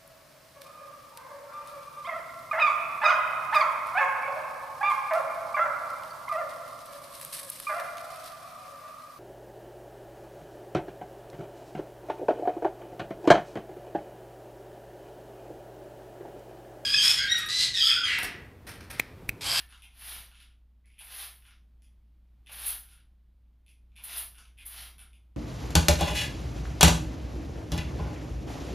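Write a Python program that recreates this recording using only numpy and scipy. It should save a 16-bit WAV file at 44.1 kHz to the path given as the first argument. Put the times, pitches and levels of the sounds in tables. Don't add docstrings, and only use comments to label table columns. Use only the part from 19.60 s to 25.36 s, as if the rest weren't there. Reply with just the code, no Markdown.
import sys
import numpy as np
from scipy import signal
from scipy.fft import rfft, irfft
from scipy.io import wavfile

SR = 44100
rng = np.random.default_rng(int(sys.argv[2]) if len(sys.argv) > 2 else 0)


def decibels_to_gain(level_db):
    exponent = np.asarray(level_db, float) / 20
    return 10 ** exponent


def dump(signal):
    limited = np.clip(np.atleast_2d(signal).T, -1, 1)
    pcm = np.round(limited * 32767).astype(np.int16)
    wavfile.write(sys.argv[1], SR, pcm)


N = 254100


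def rms_one(x):
    return x / np.sqrt(np.mean(x ** 2) + 1e-20)


def at_hz(points, hz):
    table_hz, values = np.array(points)[:, 0], np.array(points)[:, 1]
    return np.interp(np.log(hz), np.log(table_hz), values)


def coloured(x, spectrum):
    hz = np.arange(N // 2 + 1) * SR / N + 1
    return rms_one(irfft(rfft(x) * decibels_to_gain(at_hz(spectrum, hz)), N))


def drift(rate_hz):
    r = np.exp(-2 * np.pi * rate_hz / SR)
    noise = rng.standard_normal(N + SR)
    return rms_one(signal.lfilter([1], [1, -2 * r, r * r], noise)[SR:])


def above(x, edge_hz):
    return signal.sosfilt(signal.butter(2, edge_hz, "high", fs=SR, output="sos"), x)


def struck(at, peak_db, modes):
    out = np.zeros(N)
    chance = rng.standard_normal((len(at), 2, len(modes)))
    for k, (hz, level_db, t60) in enumerate(modes):
        blows = np.full(N, 1e-18)
        blows[at] = decibels_to_gain(peak_db + level_db + 1.8 * chance[:, 0, k]) * np.sign(chance[:, 1, k])
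        r = decibels_to_gain(-60 / (max(t60, 1e-4) * SR))
        w = 2 * np.pi * hz / SR
        out += signal.lfilter([0, np.sin(w)], [1, -2 * r * np.cos(w), r * r], blows)
    return out


# time in seconds, hum level in dB.
BACKGROUND_GAIN = [(0.0, -55.5), (0.32, -59), (0.56, -53), (0.77, -59), (1.39, -60.5), (1.72, -58),
                   (1.84, -59), (1.97, -57.5), (2.63, -58.5), (3.14, -52.5), (3.26, -58.5), (3.61, -59.5),
                   (4.109, -60), (4.65, -55), (4.85, -58), (5.25, -53), (5.76, -58.5)]
# frequency in Hz, level in dB per Hz.
RUMBLE_SPECTRUM = [(11, -36.5), (18, -10.5), (27, -3), (45, -1.5), (63, -5), (74, -16), (91, -11),
                   (150, -18), (218, -19), (320, -32.5), (420, -62.5), (700, -120)]
# frequency in Hz, level in dB per Hz.
AIR_SPECTRUM = [(180, -25), (300, -4), (424, -11.5), (731, -13.5), (1810, -20.5), (2000, -20),
                (2650, -21.5), (3230, -20.5), (6570, -32), (15500, -29)]


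def background():
    phase = 2 * np.pi * np.cumsum(58.95 + 0.66 * drift(2.9)) / SR
    hum = np.sqrt(2) * np.sin(phase) * decibels_to_gain(0.41 * drift(4.1))
    rumble = decibels_to_gain(-6.5) * coloured(rng.standard_normal(N), RUMBLE_SPECTRUM)
    air = decibels_to_gain(-22.5) * coloured(rng.standard_normal(N), AIR_SPECTRUM)
    s, hum_db = np.transpose(BACKGROUND_GAIN)
    return decibels_to_gain(np.interp(np.arange(N) / SR, s, hum_db)) * (hum + rumble + air)


# frequency in Hz, time to fall by 60 dB in seconds.
ROOM_RINGING = [(700, 0.38), (2500, 0.27), (6000, 0.32), (10000, 0.27), (15000, 0.23)]


def room(x):
    near_echo_s, first_wall_s, build_up_s = 0.0012, 0.0029, 0.011
    near_share = 0.33
    t = np.arange(SR // 2) / SR
    edges = 300 * 2 ** np.arange(0, 6.1, .5)
    white = rng.standard_normal((2, len(t)))
    tail = 0
    for k, (low, high) in enumerate(zip(edges, edges[1:])):
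        band = signal.sosfilt(signal.butter(2, [low, high], "band", fs=SR, output="sos"), white[k % 2])
        tail = tail + band * decibels_to_gain(-60 * t / at_hz(ROOM_RINGING, np.sqrt(low * high)))
    walls = 1 - np.exp(-np.maximum(t - first_wall_s, 0) / build_up_s)
    tail = tail * (near_share * (t > near_echo_s) + (1 - near_share) * walls)
    return signal.fftconvolve(x, tail / np.sqrt(np.sum(tail ** 2)))[:N]


# frequency in Hz, level in dB, time to fall by 60 dB in seconds.
BUBBLE_MODES = [(1760, 0, 0.045)]


def gulp():
    return struck([round(0.019 * SR)], -57.5, BUBBLE_MODES)


# time in seconds, pitch in Hz, level in dB.
SEAL_SQUEAK = [
    (1.242, 2100, -82),
    (1.255, 2137, -74.5),
    (1.299, 2303, -89.5),
    (1.325, 2420, -77.5),
    (1.366, 2514, -76),
    (1.385, 2480, -85),
]


def squeak():
    width_hz = 240
    t = np.arange(N) / SR
    s, hz, level_db = np.transpose(SEAL_SQUEAK)
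    phase = 2 * np.pi * np.cumsum(np.interp(t, s, hz)) / SR
    band = drift(width_hz) * np.cos(phase) + drift(width_hz) * np.sin(phase)
    return band * decibels_to_gain(np.interp(t, s, level_db, left=-200, right=-200))


SLIP_SPREAD_DB = 3.5


def run_of(s, length, peak_db, colour_db, fade_db, count):
    step = np.linspace(0, 1, count)
    chance = rng.standard_normal((count, 5))
    inner = (step > 0) & (step < 1)
    jitter = 0.3 * np.tanh(chance[:, 0]) / (count - 1)
    when = s + length * (step + inner * jitter)
    swell_db = np.interp(step, [0, 0.35, 1], [-7, 0, -fade_db])
    level_db = peak_db + swell_db + SLIP_SPREAD_DB * chance[:, 1]
    return np.column_stack([when, level_db, np.array(colour_db) + SLIP_SPREAD_DB * chance[:, 2:]])


# frequency in Hz, level in dB, time to fall by 60 dB in seconds.
LEVER_MODES = [(4540, -0.5, .004), (5100, -2.5, .005), (5760, -1.5, .004), (6650, -2.5, .003)]
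# frequency in Hz, level in dB, time to fall by 60 dB in seconds.
PORT_MODES = [(10000, 2, 0.0022), (10290, 2, 0.0043), (11500, -9, 0.00087), (13300, -6.5, 0.0022)]


def slips(events, head, tube):
    s, peak_db, tick_db, lever_db, knock_db = np.transpose(events)
    at = np.round(s * SR).astype(int)
    body = struck(at, peak_db - 9.5, head) + struck(at, peak_db + lever_db - 9.5, LEVER_MODES)
    body = signal.sosfilt(signal.butter(3, 1850, "high", fs=SR, output="sos"), body)
    tick = struck(at, peak_db + tick_db - 6.0, PORT_MODES)
    tick = signal.sosfilt(signal.butter(3, [8700, 13000], "band", fs=SR, output="sos"), tick)
    knock = above(struck(at, peak_db + knock_db - 11.5, tube), 560)
    return body + tick + knock


# frequency in Hz, level in dB, time to fall by 60 dB in seconds.
HEAD_PULLED = [(2100, -8, 0.023), (2376, -9.5, 0.0036), (2495, 2, 0.014), (2780, -1, 0.0073),
               (3120, 1.5, 0.008), (3480, -2.5, 0.011)]
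# frequency in Hz, level in dB, time to fall by 60 dB in seconds.
TUBE_PULLED = [(650, -5.5, .015), (900, 0.5, .015), (1200, -6.5, .012), (1518, -1.5, .015)]
# start in seconds, length in seconds, peak in dB,
# then, in dB above that peak, the sharp tick and the closing tube knock.
PISTON_CREAKS = [
    (0.223, 0.019, -47, -4.5, -5.5),
    (1.2819, 0.061, -61.5, -2.5, -12),
    (1.387, 0.021, -44, 0.5, -3.5),
    (2.8623, 0.033, -46, -4, 6),
    (4.3572, 0.0295, -44.5, -7, -5.5),
    (4.982, 0.028, -46, -3, -13),
]
# time in seconds, peak in dB,
# then, in dB above that peak, the sharp tick and the lever.
TRIGGER_NUDGES = [(0.2215, -43.5, 1.5, -6), (0.2913, -54, -8, -10), (1.251, -69, -32, -23),
                  (1.258, -64, 12, 4), (1.3737, -63, -19, -24), (1.3823, -47, -2, -13),
                  (2.8706, -43.5, 0, -13), (4.3635, -44, -2, -11), (2.2215, -58.5, 11, 2),
                  (2.2453, -57, 4, -8), (4.0638, -55, 4, -2.5), (4.0805, -50, -7, -6),
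                  (4.0911, -55.5, 4.5, -7), (4.3189, -64, -15, -17), (4.9728, -55, -5, -15),
                  (4.9776, -47.5, -4, -16), (4.9872, -40.5, -5, -17), (5.5318, -49, -5, -9)]


def pull():
    lever_db, knock_db = -13, -26.5
    rows = [[(s, db, tick, lever, -23)] for s, db, tick, lever in TRIGGER_NUDGES]
    for s, length, db, tick, last_knock in PISTON_CREAKS:
        rows.append(run_of(s, length, db, (tick, lever_db, knock_db), fade_db=3.5, count=6))
        rows.append([(s + length + 1 / SR, db - 5, tick, lever_db, last_knock + 6)])
    return slips(np.vstack(rows), HEAD_PULLED, TUBE_PULLED)


# frequency in Hz, level in dB, time to fall by 60 dB in seconds.
HEAD_LET_GO = [(2100, 1, 0.0045), (2646, 2.5, 0.0047), (2940, -1.5, 0.01), (3290, 3, 0.0045),
               (3620, -5.5, 0.0097)]
# frequency in Hz, level in dB, time to fall by 60 dB in seconds.
TUBE_LET_GO = [(846, -9.5, 0.0095), (1310, -3.5, 0.0048), (1500, 2.5, 0.012)]
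# start in seconds, length in seconds, peak in dB,
# then, in dB above that peak, the sharp tick and the lever.
SPRING_RATTLES = [(0.0905, 0.046, -48.5, 2, -4), (0.777, 0.053, -47, -1.5, -5.5),
                  (0.8597, 0.065, -61.5, -10, -21), (1.855, 0.035, -52, -2, -9),
                  (3.296, 0.039, -49.5, 0, -3.5), (3.357, 0.054, -67.5, -4.5, -23),
                  (4.7754, 0.02, -50.5, -1.5, -4), (5.386, 0.02, -46.5, 1, -7.5),
                  (5.4176, 0.06, -55, -14, -12)]
# time in seconds, peak in dB,
# then, in dB above that peak, the sharp tick and the tube knock.
VALVE_CLACKS = [(0.1251, -40.5, -4.5, -2.5), (0.1766, -47, -7, -22), (0.7153, -48, -6, -2.5),
                (0.7472, -44, -8, -11), (0.7542, -47, 1, -13), (1.8231, -52.5, -8, -7),
                (1.8522, -44.5, -14, -10), (1.9093, -48.5, -15, -7), (3.235, -47.5, -11, -2),
                (3.288, -47.5, -3, -11), (5.3824, -45, 3.5, -4), (3.3772, -56, -15, 1.5),
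                (4.7466, -54, 4, 5), (4.7539, -45, -2, -20), (1.954, -66, -13, -22),
                (4.8335, -50.5, -15, -4), (4.8539, -48, -8, -24)]


def release():
    rows = [[(s, db, tick, -8, knock)] for s, db, tick, knock in VALVE_CLACKS]
    for s, length, db, tick, lever in SPRING_RATTLES:
        rows.append(run_of(s, length, db, (tick, lever, -4.5), fade_db=7, count=7))
    return slips(np.vstack(rows), HEAD_LET_GO, TUBE_LET_GO)


def trigger():
    return pull() + release() + gulp() + squeak()


def droplets(per_s, spread_db):
    sizes = decibels_to_gain(spread_db * np.minimum(rng.exponential(1, N), 5)) * rng.choice([-1, 1], N)
    return rms_one(sizes * (rng.random(N) < per_s / SR))


def pressure_db(t, opens, full, gone):
    rising = -23.5 * np.clip((full - t) / (full - opens), 0, None) ** 2.28
    falling = -24 * np.clip((t - full) / gone, 0, None) ** 1.63
    return rising + falling


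MIST_COARSE_DB = 1.5

# valve opens in seconds, full pressure in seconds,
# time until pressure is gone in seconds, mist patter in dB, nozzle jet in dB.
PUMP_SQUEEZES = [
    (0.337, 0.54, 0.16, -47, -42),
    (1.415, 1.619, 0.13, -46, -41.5),
    (2.907, 3.096, 0.11, -44.5, -39.5),
    (4.408, 4.582, 0.11, -44.5, -38),
    (5.045, 5.21, 0.13, -48, -45),
]


def squeeze_power(t):
    power = np.zeros((4, N))
    for opens, full, gone, mist_db, jet_db in PUMP_SQUEEZES:
        on = slice(int((opens - .1) * SR), int((full + 2 * gone) * SR))
        push_db = pressure_db(t[on], opens, full, gone)
        high = np.exp(push_db / 6.5)
        jet_now_db = jet_db + 1.2 * push_db
        mist_now_db = mist_db + push_db
        fine_db = MIST_COARSE_DB + (4.5 - MIST_COARSE_DB) * high
        levels_db = [jet_now_db, jet_now_db + high, mist_now_db, mist_now_db + fine_db]
        power[:, on] += decibels_to_gain(np.array(levels_db)) ** 2
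    return power


# start
# in seconds, attack in seconds, # jet in dB, mist in dB, dying away in dB per second.
AIR_SPURTS = [(0.0, 0.00067, -50, -49.5, 348), (0.39, 0.03, -54.5, -59.5, 112),
              (1.405, 0.005, -64, -55.5, 252), (1.43, 0.014, -50, -72, 300), (1.7, 0.034, -57.5, -66, 126),
              (2.891, 0.0061, -56.5, -54, 301), (2.91, 0.013, -43, -48.5, 86.5),
              (3.048, 0.021, -29, -58, 169), (4.435, 0.0039, -36, -50, 302.5), (4.48, 0.01, -51, -50, 95.5),
              (4.562, 0.011, -33.5, -59.5, 205), (5.014, 0.0045, -68, -59, 400),
              (5.046, 0.018, -40, -55.5, 195.5)]


def spurt_power(t):
    power = np.zeros((4, N))
    for s, attack, jet_db, mist_db, dying_db in AIR_SPURTS:
        on = slice(int(max(s, 0) * SR), int((s + .5) * SR))
        age = t[on] - s
        shape = np.clip(age / attack, 0, 1) ** 1.7 * decibels_to_gain(-dying_db * np.maximum(age - attack, 0))
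        levels_db = [[jet_db], [jet_db + 3.5], [mist_db], [mist_db + MIST_COARSE_DB]]
        power[:, on] += (decibels_to_gain(np.array(levels_db)) * shape) ** 2
    return power


# frequency in Hz, level in dB per Hz.
JET_SPECTRUM = [(3820, -48.5), (6500, -23), (8010, -24.5), (9600, -3.5), (10600, -0.5), (13800, -13),
                (14900, -10.5), (15400, -16)]
# frequency in Hz, level in dB per Hz.
MIST_SPECTRUM = [(150, -49.5), (250, -18.5), (588, -14), (690, -6), (991, -7.5), (1720, -1.5), (2270, -2.5),
                 (3400, -1), (6340, -14), (8000, -24.5), (10400, -43), (17600, -120)]


def sprays():
    flutter = decibels_to_gain(1.0 * drift(150) + 1.07 * drift(20))
    jet = coloured(flutter * (rng.standard_normal(N) + .5 * droplets(2500, 2.8)), JET_SPECTRUM)
    cloud = decibels_to_gain(0.99 * drift(40)) * rng.standard_normal(N)
    mist = coloured(cloud + .5 * droplets(1500, 4.0), MIST_SPECTRUM)
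    layers = np.array([jet - above(jet, 13240), above(jet, 12500), mist - above(mist, 2800), above(mist, 2685)])
    t = np.arange(N) / SR
    power = squeeze_power(t) + spurt_power(t)
    return np.sum(np.sqrt(power) * layers, axis=0)


def scene():
    clicks = trigger()
    spray = decibels_to_gain(-2.5) * sprays()
    echoes = room(decibels_to_gain(6) * clicks + decibels_to_gain(-4.5) * spray)
    heard = spray + clicks + echoes + background()
    return np.array([heard, heard])


def low_pass(x):
    return signal.sosfilt(signal.butter(12, 16160, fs=SR, output="sos"), x)


def record(dry):
    notched = signal.lfilter(*signal.iirnotch(8000, 8.2, fs=SR), dry)
    dipped = notched + decibels_to_gain(-2.5) * (dry - notched)
    hz = np.arange(N // 2 + 1) * SR / N
    wall = np.clip((15590 - hz) / 120, 0, 1)
    finished = irfft(rfft(dipped) * wall, N)
    return low_pass(finished)


dry = scene()
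out = record(dry)
dump(out)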